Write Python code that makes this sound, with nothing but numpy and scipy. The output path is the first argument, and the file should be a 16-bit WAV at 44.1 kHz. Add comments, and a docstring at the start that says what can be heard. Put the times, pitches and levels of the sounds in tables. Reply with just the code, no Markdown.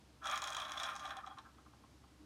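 """In a quiet room with a low hum, a spindle is flicked into a spin in a small dish.
Stick-slip friction drives the dish's modes as the tip scrapes round the bowl; the tip also judders,
rattles against the glaze and chirps when it locks on to a mode. As the spindle settles, the scrape
breaks up into soft, ever weaker scuffs. A faint low tone swells at the very end."""
import sys
import numpy as np
from scipy import signal
from scipy.fft import rfft, irfft, next_fast_len
from scipy.io import wavfile
from scipy.ndimage import uniform_filter1d, map_coordinates

SR = 44100
rng = np.random.default_rng(int(sys.argv[2]) if len(sys.argv) > 2 else 0)


def unload_wav(signal):
    """Save mono or channel-first audio to the path in sys.argv[1] as 16-bit WAV at rate SR, clipped to [-1, 1]."""
    wavfile.write(
        sys.argv[1],
        SR,
        np.round(np.clip(np.atleast_2d(signal).T, -1, 1) * 32767).astype(np.int16),
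    )


N = 99225

# spectrum of the room's air, a murmur under faint hiss: f/Hz, level/dB
AIR_SPECTRUM = [(15, -72), (25, -37), (49, -10.5), (69, -4.5), (93, -7), (129, -3.5), (164, -8.5),
                (297, -6.5), (421, -16), (1080, -18.5), (1850, -24), (4750, -26), (11000, -35.5),
                (14000, -42), (15500, -56)]
# envelope of the low tone: t/s, level/dB
DRONE_ENVELOPE = [(0, -78), (2.15, -80.5), (2.2, -63), (2.25, -63.5)]
# modes of the dish: f/Hz, T60/s, level/dB
DISH_MODES = [(618.5, 0.026, -8.5), (728, 0.033, -8), (803.4, 0.077, -6.5), (926, 0.039, -11),
              (1081, 0.037, -2.5), (1203, 0.046, -2), (1317, 0.058, -3.5), (1428, 0.032, -5.5),
              (1580, 0.022, -6), (1706, 0.058, -7), (1790, 0.021, -7), (2426, 0.0084, -8), (3298, .015, -4),
              (3670, 0.0082, -9), (3922, 0.024, -10.5), (5550, 0.0074, -7), (6550, 0.0092, -9),
              (7330, 0.011, -16), (8220, 0.017, -12.5), (10270, 0.0026, -24.5), (12040, 0.011, -32)]
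# friction force of the scrape: t/s, level/dB
SCRAPE_FORCE = [(.19, -90), (.23, -58.5), (.256, -49), (.308, -42), (.328, -42.5), (.38, -47), (.408, -51),
                (.43, -46.5), (.467, -49.5), (.52, -45), (.56, -52), (.585, -43.5), (.70, -48), (.764, -48),
                (.795, -49), (.81, -46.5), (.875, -44), (.94, -50.5), (.99, -55), (1.03, -50), (1.11, -49),
                (1.16, -54), (1.205, -54.5), (1.226, -64), (1.30, -59), (1.35, -67), (1.42, -71),
                (1.52, -73), (1.65, -86)]
# spells of even slipping: t/s, duration/s, slip rate/Hz, level/dB
JUDDER_EVENTS = [(0.209, 0.063, 335, -51), (0.236, 0.041, 320, -50.5), (1.44, 0.029, 335, -63.5)]
# envelope of the gritty treble: t/s, level/dB
GRIT_ENVELOPE = [(.21, -101), (.235, -64), (.34, -59), (.41, -66), (.60, -62), (.74, -73), (.79, -58),
                 (.85, -60.5), (.92, -71), (1.08, -66), (1.15, -89), (1.5, -92)]
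# hard impacts of the tip: t/s, click level/dB, ring level/dB
KNOCK_EVENTS = [(.242, -60, -64.5), (.256, -49.5, -47.5), (0.27, -44, -43.5), (0.298, -46.5, -55),
                (0.3133, -43.5, -71), (.342, -59, -70), (.358, -46.5, -46.5), (.376, -43.5, -55),
                (.420, -43, -47), (.440, -42, -45), (0.4737, -44.5, -46), (0.48, -50, -57),
                (.503, -46, -66), (0.523, -53, -49), (0.5308, -49, -56), (.547, -45, -44), (.567, -40, -44),
                (0.6003, -49, -46), (.617, -53.5, -48), (0.651, -72, -48), (0.682, -60, -57),
                (0.695, -56, -50.5), (.719, -45, -46), (0.7743, -51.5, -44.5), (0.7984, -50.5, -49),
                (.8332, -43, -43), (0.899, -57.5, -53), (.954, -52, -76), (0.963, -49, -55.5),
                (0.995, -54, -53.5), (1.054, -60, -48.5), (1.064, -56.5, -51.5), (1.1058, -56.5, -50),
                (1.1685, -55, -54), (1.263, -64, -59), (1.274, -64, -60.5), (1.385, -61, -55)]
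# chirps, mostly on lower modes as the spin slows: t/s, duration/s, f/Hz, level/dB
CHIRP_EVENTS = [(0.242, 0.0047, 3430, -49), (0.295, 0.013, 3260, -46.5), (0.348, 0.013, 3325, -54),
                (0.468, 0.021, 3293, -46), (0.547, 0.0084, 3236, -43), (0.584, 0.0077, 3200, -45),
                (0.616, 0.025, 3280, -48), (0.647, 0.01, 3250, -48), (0.774, 0.012, 3450, -43.5),
                (.800, 0.0033, 3550, -40), (.808, 0.0075, 3450, -53), (0.848, 0.013, 3330, -41.5),
                (.877, 0.0052, 3340, -48), (.944, 0.026, 808, -50), (1.005, 0.05, 1195, -48.5),
                (1.043, 0.02, 793, -48), (1.166, 0.03, 798, -48.5), (1.232, 0.019, 1214, -50),
                (1.268, 0.016, 796, -46.5), (1.288, .065, 810, -58), (1.295, 0.036, 3300, -62),
                (1.382, 0.029, 896, -60)]
# strokes of the wobbling tip: t/s, level/dB, duration/s, favoured f/Hz
SCUFF_EVENTS = [(.249, -42.5, 0.0052, 1390), (.288, -43.5, 0.0035, 1300), (.317, -42.5, 0.037, 2340),
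                (0.3217, -37, 0.022, 1240), (.4185, -42, 0.0077, 820), (.565, -47, 0.0084, 1410),
                (.7985, -45.5, 0.0039, 1310), (.860, -42, 0.037, 1480), (1.098, -46.5, .03, 1610),
                (1.170, -50.5, 0.033, 1580), (1.237, -50, 0.0078, 1200), (1.266, -47.5, 0.014, 1490),
                (1.305, -51, 0.016, 1110), (1.367, -49.5, 0.015, 1220), (1.382, -52, .009, 1040),
                (1.450, -60, 0.02, 780), (1.578, -58.5, 0.013, 1100), (1.657, -59, 0.013, 1170),
                (1.729, -60, 0.0091, 824), (1.832, -59, 0.0085, 900), (2.033, -62.5, 0.01, 910)]
# excitation spectrum of each kind of contact: f/Hz, level/dB
SLIP_SPECTRUM = [(200, -31.5), (480, -2), (580, 1.5), (1300, -1), (2500, -3.5), (4000, -8), (7000, -28.5),
                 (10000, -3), (15000, 4)]
JUDDER_SPECTRUM = [(300, -23), (1100, -11), (1350, -1.5), (1650, -2.5), (2000, -21), (4000, -24)]
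GRIT_SPECTRUM = [(1500, -38), (4400, -4.5), (5500, 2.5), (6700, 1), (7600, -12), (10000, -11), (15000, -31)]
CLICK_SPECTRUM = [(300, -18), (1200, 3.5), (2500, -6.5), (4400, -7), (5400, -0.5), (6800, 3), (7500, -10),
                  (8450, -4), (9200, -15), (10300, -11.5), (11200, -20), (12000, -18.5), (13000, -24),
                  (15800, -23.5)]
RING_SPECTRUM = [(300, -22.5), (1200, -9.5), (2500, -6), (3200, 0), (4000, 0.5), (4800, -6), (12000, -24)]
SCUFF_SPECTRUM = [(200, -22), (550, -14), (800, 5.5), (1200, 2), (1500, -1.5), (2200, -2.5), (4000, -9.5),
                  (10000, -30)]
# reverberation time of the room: f/Hz, T60/s
ROOM_DECAY = [(200, .25), (1200, .22), (3300, .15), (14000, .12)]

# gains added to the tabled levels
SCRAPE_DB, JUDDER_DB, CLICK_DB, RING_DB, CHIRP_DB, SCUFF_DB = -1.5, 4, 1, 2, -1.5, -2
SLIPS_PER_S, CHATTER_PER_S, GRAINS_PER_S = 650, 600, 800


def amp(db):
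    """Amplitude ratio of a level in decibels."""
    return 10 ** (np.asarray(db) / 20)


def unit(x):
    """x normalised to rms 1."""
    return x / np.sqrt(np.mean(x ** 2) + 1e-20)


def along(points, hz):
    """(f/Hz, value) points interpolated in log frequency."""
    freqs, values = np.transpose(points)
    return np.interp(np.log(hz + 1), np.log(freqs + 1), values)


def curve(points):
    """(t/s, value) points interpolated at every sample."""
    return np.interp(np.arange(N) / SR, *np.transpose(points))


def wobble(rate):
    """Smooth random modulation, rate knots a second."""
    knots = rng.standard_normal(int(N * rate / SR) + 4)
    return map_coordinates(knots, [np.arange(N) * rate / SR])


def decay(t, t60):
    """Exponential damping, 60 dB in t60 seconds."""
    return np.exp(-np.log(1000) * t / t60)


def filtered(x, response):
    """Linear filtering: the spectrum of x times a frequency response."""
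    size = next_fast_len(N + SR // 2)
    return irfft(rfft(x, size) * response(np.fft.rfftfreq(size, 1 / SR)), size)[:N]


def minimum_phase(spectrum, size=2048):
    """Causal impulse response of a spectrum, by folding its cepstrum."""
    cepstrum = irfft(np.log(amp(along(spectrum, np.fft.rfftfreq(size, 1 / SR)))))
    cepstrum[1:size // 2] *= 2
    cepstrum[size // 2 + 1:] = 0
    return irfft(np.exp(rfft(cepstrum)))


def add(track, start, sound):
    """Superpose a sound on the track at start seconds."""
    part = track[max(round(start * SR), 0):][:len(sound)]
    part += sound[:len(part)]


def at_level(x, db):
    """x with its greatest short-time rms at db."""
    return x * amp(db) / np.sqrt(uniform_filter1d(x ** 2, 256).max() + 1e-20)


def swell(t, duration):
    """Envelope with a rounded rise and fall."""
    return np.sqrt(np.abs(np.sin(np.pi * np.clip(t / duration, 0, 1))))


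def background(air_db=-65, hum_hz=66.7, hum_db=-69, drone_hz=305):
    """Broadband air noise under a hum and a low tone, both wavering by random modulation."""
    t = np.arange(N) / SR
    air = unit(filtered(rng.standard_normal(N), lambda hz: amp(along(AIR_SPECTRUM, hz))))
    hum = unit(np.sin(2 * np.pi * hum_hz * t + 0.15 * wobble(7.6)) * amp(-wobble(11)))
    drone = unit(np.sin(2 * np.pi * drone_hz * t + 1.1 * wobble(14)))
    return amp(air_db) * air + amp(hum_db) * hum + amp(curve(DRONE_ENVELOPE)) * drone


def slips(size, rate, uneven=0.5, scatter_db=4, grit_share=0.14):
    """Stick-slip friction: one force pulse a release, over fine noise; rms 1."""
    gap_draw, force_draw = rng.uniform(-np.sqrt(3), np.sqrt(3), (size // 10, 2)).T
    onsets = (np.cumsum(np.exp(uneven * gap_draw)) * SR / rate).astype(int)
    onsets -= onsets[0]
    inside = onsets < size
    pulses = np.bincount(onsets[inside], amp(scatter_db * force_draw[inside]), size)
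    return unit(unit(pulses) + grit_share * rng.standard_normal(size))


def dish(contact_spectrum):
    """Modal superposition: one contact sets the dish ringing as a sum of damped cosines."""
    t = np.arange(SR // 10) / SR
    ring = sum((-1) ** k * amp(db) / np.sqrt(t60) * decay(t, t60) * np.cos(2 * np.pi * hz * t)
               for k, (hz, t60, db) in enumerate(DISH_MODES))
    return signal.fftconvolve(ring, minimum_phase(contact_spectrum))


def scrape(treble_hz=2000, neutral_db=-58.5, dulling_db_per_s=1, flutter_per_s=39):
    """Forced vibration: slips drive the dish, brighter with force and duller as the spin slows."""
    force_db, t = curve(SCRAPE_FORCE), np.arange(N) / SR
    body = unit(signal.fftconvolve(slips(N, SLIPS_PER_S), dish(SLIP_SPECTRUM))[:N])
    treble = filtered(body, lambda hz: 1 - 1 / (1 + (hz / treble_hz) ** 4))
    treble_db = 0.5 * (force_db - neutral_db) - dulling_db_per_s * t
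    treble_db += 3 * np.tanh(wobble(flutter_per_s))
    level_db = force_db + SCRAPE_DB + 0.2 * np.tanh(wobble(flutter_per_s))
    return amp(level_db) * (body + (amp(treble_db) - 1) * treble)


def judders():
    """Relaxation oscillation: nearly periodic slips make the dish buzz at the slip rate."""
    out, t, ring = np.zeros(N), np.arange(SR // 12) / SR, dish(JUDDER_SPECTRUM)
    for start, duration, rate, db in JUDDER_EVENTS:
        force = swell(t, duration) * slips(len(t), rate, uneven=0.035)
        add(out, start, at_level(signal.fftconvolve(force, ring), db + JUDDER_DB))
    return out


def grit(flutter_db=6):
    """Roughness noise: tiny asperities of the glaze hiss under the tip."""
    grains = unit(signal.fftconvolve(slips(N, GRAINS_PER_S), minimum_phase(GRIT_SPECTRUM))[:N])
    return amp(curve(GRIT_ENVELOPE) + flutter_db * np.tanh(wobble(120))) * grains


def rattle(click_t60_s=0.014, chatter_t60_s=0.035):
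    """Impact excitation: each knock clicks, and its brief chatter rings the dish's upper modes."""
    out, t = np.zeros(N), np.arange(SR // 16) / SR
    click, ring = minimum_phase(CLICK_SPECTRUM), dish(RING_SPECTRUM)
    for start, click_db, ring_db in KNOCK_EVENTS:
        burst = rng.standard_normal(len(t)) * decay(t, click_t60_s)
        chatter = slips(len(t), CHATTER_PER_S) * decay(t, chatter_t60_s)
        add(out, start, at_level(signal.fftconvolve(burst, click), click_db + CLICK_DB))
        add(out, start, at_level(signal.fftconvolve(chatter, ring), ring_db + RING_DB))
    return out


def chirps(jitter_rad=0.94, wobbles_per_cycle=0.081):
    """Mode lock-in: the sticking tip briefly sustains one rough tone of the dish."""
    out, t = np.zeros(N), np.arange(SR // 12) / SR
    for start, duration, hz, db in CHIRP_EVENTS:
        jitter = jitter_rad * wobble(wobbles_per_cycle * hz)[:len(t)]
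        tone = np.sin(2 * np.pi * hz * t + jitter)
        add(out, start, at_level(swell(t, duration) * tone, db + CHIRP_DB))
    return out


def scuffs(focus=0.79, bandwidth_hz=300):
    """Selective excitation: each spot the wobbling tip rubs favours one band of the dish's modes."""
    out, t, ring = np.zeros(N), np.arange(SR // 8) / SR, dish(SCUFF_SPECTRUM)
    for start, db, duration, hz in SCUFF_EVENTS:
        stroke = np.sqrt(t / duration) * np.exp(-2 * (t / duration) ** 2)
        force = stroke * slips(len(t), SLIPS_PER_S)
        favoured = signal.lfilter(*signal.iirpeak(hz, hz / bandwidth_hz, SR), ring)
        spot = unit(ring) + focus * unit(favoured)
        add(out, start, at_level(signal.fftconvolve(force, spot), db + SCUFF_DB))
    return out


def room(x, gain_db=-8):
    """Reverberation: a short diffuse tail whose treble dies first."""
    hz, t, noise = signal.stft(rng.standard_normal(SR // 2), SR, nperseg=256)
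    tail = signal.istft(noise * decay(t, along(ROOM_DECAY, hz)[:, None]), SR, nperseg=256)[1]
    delayed = np.pad(x, (SR // 250, 0))  # 4 ms
    return amp(gain_db) * signal.fftconvolve(delayed, tail / np.linalg.norm(tail))[:N]


def scene():
    """Superposition of the spindle's direct sound, its reverberation and the background."""
    spindle = scrape() + grit() + rattle() + chirps() + judders() + scuffs()
    return (spindle + room(spindle) + background())[None]


def record(dry):
    """Band limiting: the microphone passes nothing above its cutoff."""
    cutoff_hz = 15830
    return filtered(dry[0], lambda hz: hz < cutoff_hz)[None]


dry = scene()
out = record(dry)
unload_wav(out)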